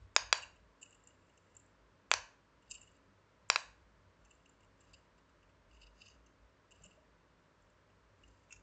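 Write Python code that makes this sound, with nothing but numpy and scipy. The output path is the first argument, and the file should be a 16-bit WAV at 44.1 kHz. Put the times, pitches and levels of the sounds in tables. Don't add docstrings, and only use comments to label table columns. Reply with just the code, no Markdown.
import sys
import numpy as np
from scipy import signal
from scipy.fft import rfft, irfft, next_fast_len
from scipy.io import wavfile
from scipy.ndimage import uniform_filter1d

SR = 44100
rng = np.random.default_rng(int(sys.argv[2]) if len(sys.argv) > 2 else 0)


def elevation(decibels):
    levels = np.asarray(decibels, float)
    return 10 ** (levels / 20)


def store_wav(level_fs):
    pcm = np.round(np.clip(np.atleast_2d(level_fs), -1, 1) * 32767)
    wavfile.write(sys.argv[1], SR, pcm.T.astype(np.int16))


N = 380141
T = np.arange(N) / SR


def level(x, db):
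    return x * elevation(db) / np.sqrt(np.mean(x ** 2))


def band(x, order, hz, kind):
    return signal.sosfilt(signal.butter(order, hz, kind, fs=SR, output="sos"), x)


def coloured(hz, db, count):
    size = next_fast_len(count)
    f = np.fft.rfftfreq(size, 1 / SR) + 1
    gain = elevation(np.interp(np.log(f), np.log(hz), db))
    return irfft(rfft(rng.standard_normal(size)) * gain, size)[:count]


def hump(start, length, edge):
    inside = np.minimum(T - start, start + length - T)
    return np.sin(np.pi / 2 * np.clip(inside / edge, 0, 1)) ** 2


def ring(x, hz, db, t60):
    decay = np.log(1000) / (max(t60, .002) * SR)
    pole = np.exp(2j * np.pi * hz / SR - decay)
    return elevation(db) * signal.lfilter([1], [1, -pole], x).imag


def strike(x, modes):
    return sum(width / 250 * ring(x, hz, db, np.log(1000) / np.pi / width) for hz, width, db in modes)


def sound_of(blows, groups):
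    out = 0
    for x, group in zip(blows, groups):
        rung = sum(ring(x, *mode) for mode in group)
        edges_hz = [group[0][0] / 1.08, group[-1][0] * 1.04]
        out = out + band(rung, order=2, hz=edges_hz, kind="band")
    return out


def pops():
    # (time [s], level [dB], dome modes [dB], desk echo share [ratio], level to the walls [dB])
    snap_rows = [(0.1635, -9.5, 2.5, 0.28, -1), (0.3273, -9.5, 2.5, 0.32, 0), (2.1150, -10, 0.5, 0.4, 0.5),
                 (2.1384, -18.5, 1.5, 0.31, -10), (3.5005, -10.5, -0.43, 0.57, 0),
                 (3.5595, -12.5, -4, 0.64, -4)]
    # (frequency [Hz], width [Hz], level [dB])
    dome_modes = [
        [(3770, 260, 0), (5050, 320, 3), (5456, 240, -6.5), (5960, 140, -7.5), (6610, 210, 4.5)],
        [(3400, 180, -2), (4024, 180, -2), (4700, 280, 2.5), (5680, 300, -4), (6930, 310, -2),
         (8250, 290, -23.5)],
        [(3460, 920, -3.5), (4580, 110, -2), (6402, 800, -5), (7150, 490, -7.5)],
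        [(4683, 690, 2), (5710, 660, 2), (6468, 260, -6.5), (7100, 460, 0), (8558, 380, -29)],
        [(3230, 200, -9), (4040, 330, -1), (4820, 280, 2.5), (5590, 290, 5), (7080, 440, -1)],
        [(4030, 270, 5), (4770, 370, 2), (6700, 440, -11.5), (6600, 134, -18)],
    ]
    # (frequency [Hz], width [Hz], level [dB])
    plate_modes = [(640, 59, -8), (1067, 130, -12), (1458, 190, -9), (1700, 110, 5.5), (2150, 180, -5.5),
                   (2597, 390, 3)]
    desk_delay_s, snap_s, ring_to_walls_db = .00083, .00002, -27
    size = 4096
    direct, around = np.zeros(N), np.zeros(N)
    for (s, db, dome_db, desk, wall_db), dome in zip(snap_rows, dome_modes):
        start = int(s * SR) - 64
        t = (start + np.arange(size)) / SR - s
        click = np.exp(-.5 * (t / snap_s) ** 2)
        push = click + desk * np.exp(-.5 * ((t - desk_delay_s) / snap_s) ** 2)
        cavity = elevation(dome_db + 2.5) * strike(click, dome)
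        direct[start:start + size] += elevation(db - 16.5) * (strike(push, plate_modes) + cavity)
        sent = click + elevation(ring_to_walls_db) * (strike(click, plate_modes) + cavity)
        around[start:start + size] += elevation(wall_db) * sent
    return band(np.array([direct, around]), order=8, hz=466, kind="high")


def rattles():
    # (frequency [Hz], level [dB], t60 [s])
    hub_modes = [
        [(2720, -5, .022), (2860, 1, 0.021), (2850, -4.5, .022)],
        [(3830, -8.5, .03), (4540, -6, 0.0094), (4854, 2.5, 0.011), (4980, -4, 0.0098)],
        [(5570, -4.5, 0.0067), (6300, 1.5, 0.012), (6830, -3.5, .017)],
        [(7200, -5.5, 0.026), (7370, 3.5, 0.013), (7530, -0.5, 0.008), (8140, -9, .008)],
    ]
    # (frequency [Hz], level [dB], t60 [s])
    pinched_modes = [
        [(1460, -4.5, .02), (2480, -3.5, .018), (2690, 5.5, 0.031)],
        [(3600, -5, .012), (5000, -4, .008)],
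        [(5460, -2, 0.0073), (6000, 0, 0.012), (6540, -1, 0.014)],
        [(6730, 2.5, .012), (7230, 2, 0.0095), (8370, -8, .008)],
    ]
    # (time [s], shell level [dB], bearing above shell [dB])
    shell_knocks = [(0.4207, -41, -7.5), (0.4316, -38.5, -14), (0.5573, -61, -6.5), (0.8273, -45.5, 4.5),
                    (.856, -52.5, -19), (.924, -58.5, 0), (0.945, -61, 4.5), (1.1012, -61, -13),
                    (1.294, -66, -6), (2.6214, -66.5, -4), (2.75, -40.5, -6.5), (2.812, -53, 3.5),
                    (2.829, -59, 0), (2.872, -58, -6), (4.3064, -55.5, -2), (4.4555, -55, -14),
                    (4.6292, -65.5, -6), (4.839, -67, -5), (5.4275, -63, -21), (5.4919, -68, -7),
                    (5.729, -64, -7), (5.7654, -60, -18), (6.715, -50.5, -8), (6.757, -57, -9),
                    (6.8355, -52.5, 4), (6.8575, -53, -3), (6.9087, -56.5, -12), (7.8995, -66, -13),
                    (8.233, -55.5, -14.5), (8.5057, -54.5, -1)]
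    # (time [s], shell level [dB], bearing above shell [dB])
    rim_knocks = [(2.739, -49.5, 1), (2.771, -56, -12), (4.933, -49.5, -7), (5.1773, -69, -5),
                  (5.2895, -72, -4), (5.7079, -74, -20), (5.8132, -52.5, -12), (5.828, -55, -12),
                  (5.864, -57, -21), (6.0113, -49, -18), (6.0256, -62, -18), (6.058, -51.5, -14),
                  (6.1111, -62, -14)]
    # (time [s], shell level [dB], bearing above shell [dB])
    arm_knocks = [(1.373, -63.5, 0), (2.7214, -53, -2.5), (2.822, -64, -3), (4.2484, -63, 1),
                  (4.3494, -80, 10), (6.0796, -59, -10), (6.708, -61, -5), (6.2606, -64.5, -7),
                  (6.819, -63.5, -6), (6.848, -59, -6), (8.2766, -68, 1), (8.3294, -79, -8),
                  (8.5145, -57, -1.5), (8.5304, -56, 1), (8.5398, -61, -8), (8.5594, -61, 2)]
    # (time [s], shell level [dB], bearing above shell [dB])
    ticks = [(.150, -62, 3), (.376, -51.5, 8), (2.914, -77, 9.5), (2.963, -78, 9.5), (4.605, -66, -4),
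             (4.645, -73, 4), (.812, -58, 2), (.819, -55.5, 4), (.892, -74, 14), (.907, -66, 10),
             (1.0354, -76.5, 14), (1.0855, -68, 7), (1.5484, -70.5, 12), (1.5944, -73, 16),
             (1.6594, -78, 12), (2.104, -60, 0), (2.697, -61, 6), (3.488, -72, 18), (4.492, -66.5, 7.5),
             (4.805, -72.5, 15.5), (7.6194, -76.5, 5), (7.6994, -76.5, 8), (8.4954, -69, 3)]
    # (time [s], shell level [dB], bearing above shell [dB])
    cracks = [(.828, -58.5, 4.3), (1.0735, -63, 18), (1.567, -63.5, 21.5), (2.7055, -50.5, -2),
              (2.711, -38, 5.5), (2.7165, -38, 1), (8.5255, -44, 2)]
    # (rim above shell [dB], arm above shell [dB], length [s])
    kinds = [
        (-19, -12.5, 0.00726),
        (-3, -12.5, 0.01),
        (-10, 2.5, 0.0078),
        (-8.5, -7.5, .006),
        (-4, 1, 0.00272),
    ]
    # (start [s], length [s], shell level [dB], rim and arm above shell [dB])
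    slides = [(.75, .9, -87, -9.5), (2.6, .4, -82, -3), (4.17, .3, -84.5, -7), (4.744, 0.34, -83, -2),
              (5.663, 0.27, -74.5, -7.5), (5.923, 0.26, -71.5, -1), (6.682, .32, -81, -5),
              (8.15, 0.52, -90, 3)]
    rattle_db, knocks_per_s, knock_spread_db = -19, 2000, 5
    slide_db, slide_bearing_db, slide_edge_s = -22.5, -87.5, 0.072
    pinch_s = 8.45
    size = 2048

    events = []
    for rows, (rim_db, arm_db, length) in zip((shell_knocks, rim_knocks, arm_knocks, ticks, cracks), kinds):
        events += [(s, db, rim_db, arm_db, bearing_db, length) for s, db, bearing_db in rows]
    parts = len(hub_modes)
    blows = np.zeros((parts, N))
    t = np.arange(size) / SR
    for s, db, *others_db, length in events:
        age = t / max(length, .001)
        swell = age * np.exp(-age ** 2)
        knocks = rng.random(size) < knocks_per_s / SR
        signs = np.sign(rng.standard_normal((parts, size)))
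        sizes = elevation(knock_spread_db * rng.standard_normal((parts, size)))
        volley = swell * knocks * signs * sizes
        volley *= np.sqrt(np.sum(swell ** 2) / np.sum(volley ** 2 + 1e-12, axis=1))[:, None]
        part_db = db + np.array([0] + others_db)[:, None]
        start = int((s - .002) * SR)
        blows[:, start:start + size] += elevation(rattle_db) * (volley * elevation(part_db))[:, :N - start]

    unevenness_db = 3.6 * level(uniform_filter1d(rng.standard_normal(N), 400), 0)
    patter = rng.standard_normal((parts, N)) * elevation(unevenness_db)
    for s, length, db, rim_db in slides:
        part_db = np.array([db, db + rim_db, db + rim_db, slide_bearing_db])[:, None]
        blows += patter * hump(s, length, slide_edge_s) * elevation(slide_db + part_db)

    pinch = int(pinch_s * SR)
    hub = band(sound_of(blows * (T < pinch_s), hub_modes), order=4, hz=2285, kind="high")
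    hub[pinch:] += sound_of(blows[:, pinch:], pinched_modes)
    return hub


def bumps():
    # (time [s], level [dB], frequency [Hz], t60 [s])
    bump_rows = [
        (3.08, -64, 198, 0.24),
        (6.811, -61, 170, 0.22),
        (6.86, -62, 191, .2),
        (6.808, -62, 630, .08),
        (6.852, -63, 612, 0.11),
        (6.976, -61.5, 625, 0.14),
        (7.02, -64, 620, .15),
    ]
    out = 0
    for s, db, hz, t60 in bump_rows:
        push = np.exp(-.5 * ((T - s) * hz / 0.23) ** 2) * hz / 9300
        out = out + ring(push, hz, db, t60)
    return out


def room(direct, around):
    # (frequency [Hz], t60 [s], level [dB])
    wall_bands = [(450, .3, -11), (630, 0.36, -3.5), (1004, 0.39, 0), (1650, 0.38, -1.5),
                  (2670, 0.35, -0.5), (3300, 0.19, -6), (4350, 0.35, -4.5), (5400, 0.27, -2),
                  (6870, .33, 0.5), (7980, 0.19, -5)]
    wall_s, wall_rise_s, near_db, near_t60_s = 0.012, .002, -14.5, 0.041
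    size = 32768
    t = np.arange(size) / SR
    tail = 0
    for hz, t60, db in wall_bands:
        part = coloured([hz / 1.9, hz / 1.12, hz * 1.173, hz * 1.2], [-29.5, -1, 0.0, -29.5], count=size)
        tail = tail + elevation(db - 60 * t / t60) * part
    onset = 1 / (1 + np.exp(np.clip((wall_s - t) / wall_rise_s, -50, 50)))
    tail = tail / np.sqrt(np.sum(tail ** 2)) * onset
    near = rng.standard_normal(size) * elevation(-60 * t / near_t60_s) * (t > .001)
    near = near / np.sqrt(np.sum(near ** 2)) * elevation(near_db)
    return (signal.fftconvolve(around, tail) + signal.fftconvolve(direct, near))[:N]


def fan_tones():
    # (frequency [Hz], level [dB])
    tones = [
        (167, -84.5),
        (277, -81),
    ]
    return sum(level(coloured([hz - 9, hz, hz + 9], [-40, 0, -40], count=N), db) for hz, db in tones)


def fan_hiss():
    # (frequency [Hz], density [dB per Hz])
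    air_spectrum = [(65, -31.5), (110, -2), (123, -5), (174, -3.5), (272, -7.5), (303, -7), (327, -6.5),
                    (635, -6), (736, -15), (989, -6.5), (1100, -9), (1630, -11.5), (2440, -18.5),
                    (7250, -32), (9050, -46.5), (11800, -72.5), (19900, -120)]
    return level(coloured(*np.transpose(air_spectrum), count=N), -70.5)


def house_hums():
    # (frequency [Hz], width [Hz])
    hum_bands = [
        (54, 25),
        (96, 15),
    ]
    # (time [s], level [dB], length [s])
    low_swells = [(0.023, -58.5, .1), (.23, -61, 0.36), (.44, -65.5, 0.11), (.6, -76, .3), (2.16, -63, .22),
                  (2.721, -73, .2), (3.679, -70, .12), (3.821, -71, .1), (3.961, -74, 0.099),
                  (4.078, -75, .1), (4.221, -70, .1), (4.37, -84, .1), (4.48, -83, .1), (4.63, -74, .1),
                  (4.94, -79, 0.14), (5.4, -79, .25), (5.807, -65, 0.5), (6.15, -75, .4), (6.43, -68, .12),
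                  (6.83, -72, 0.13), (7.61, -75, 0.14), (8.06, -75, .1), (8.271, -67.5, .2),
                  (8.57, -67, 0.11)]
    # (time [s], level [dB], length [s])
    upper_swells = [(.04, -62.5, 0.11), (.25, -70.5, .3), (1.53, -76, 0.25), (1.96, -84, 0.091),
                    (2.18, -66.5, .14), (4.08, -72.5, .1), (4.63, -81, .12), (5.54, -77, 0.22),
                    (6.79, -72, .12), (8.16, -74, 0.17), (8.57, -75, .1)]
    rest_levels_db, wobble_db, wobbles_per_s = (-76.5, -79), 3.5, 9
    span = int(SR / wobbles_per_s)
    out = 0
    for (hz, width), rest_db, swells in zip(hum_bands, rest_levels_db, (low_swells, upper_swells)):
        points_hz = [hz - 2 * width, hz - width / 2, hz, hz + width / 2, hz + 2 * width]
        hum = coloured(points_hz, [-38.5, 1, 10, 6, -45.5], count=N)
        envelope = np.abs(signal.hilbert(hum, next_fast_len(N))[:N])
        hum = hum / (envelope + .4 * np.std(hum))
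        wobble = uniform_filter1d(uniform_filter1d(rng.standard_normal(N), span), span)
        rest = elevation(rest_db + wobble_db * level(wobble, 0))
        swell = sum(elevation(db) * hump(s - length / 2, length, length / 2) for s, db, length in swells)
        out = out + level(hum, 0) * (rest + swell)
    return out


def scene():
    pop_wall_db, hub_wall_db = -16, -16.5
    snaps, clicks = pops()
    hub = rattles()
    toy = snaps + hub
    to_walls = elevation(pop_wall_db) * clicks + elevation(hub_wall_db) * hub
    heard = toy + room(toy, to_walls)
    return (heard + bumps() + fan_tones() + fan_hiss() + house_hums())[None, :]


def low_pass(x):
    return signal.sosfilt(signal.butter(12, 9200, fs=SR, output="sos"), x)


def record(dry):
    x = band(dry, order=6, hz=7680, kind="low")
    x = band(x, order=6, hz=37.3, kind="high")
    x = signal.sosfilt(signal.ellip(10, .2, 90, 8900, fs=SR, output="sos"), x)
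    return low_pass(x)


dry = scene()
out = record(dry)
store_wav(out)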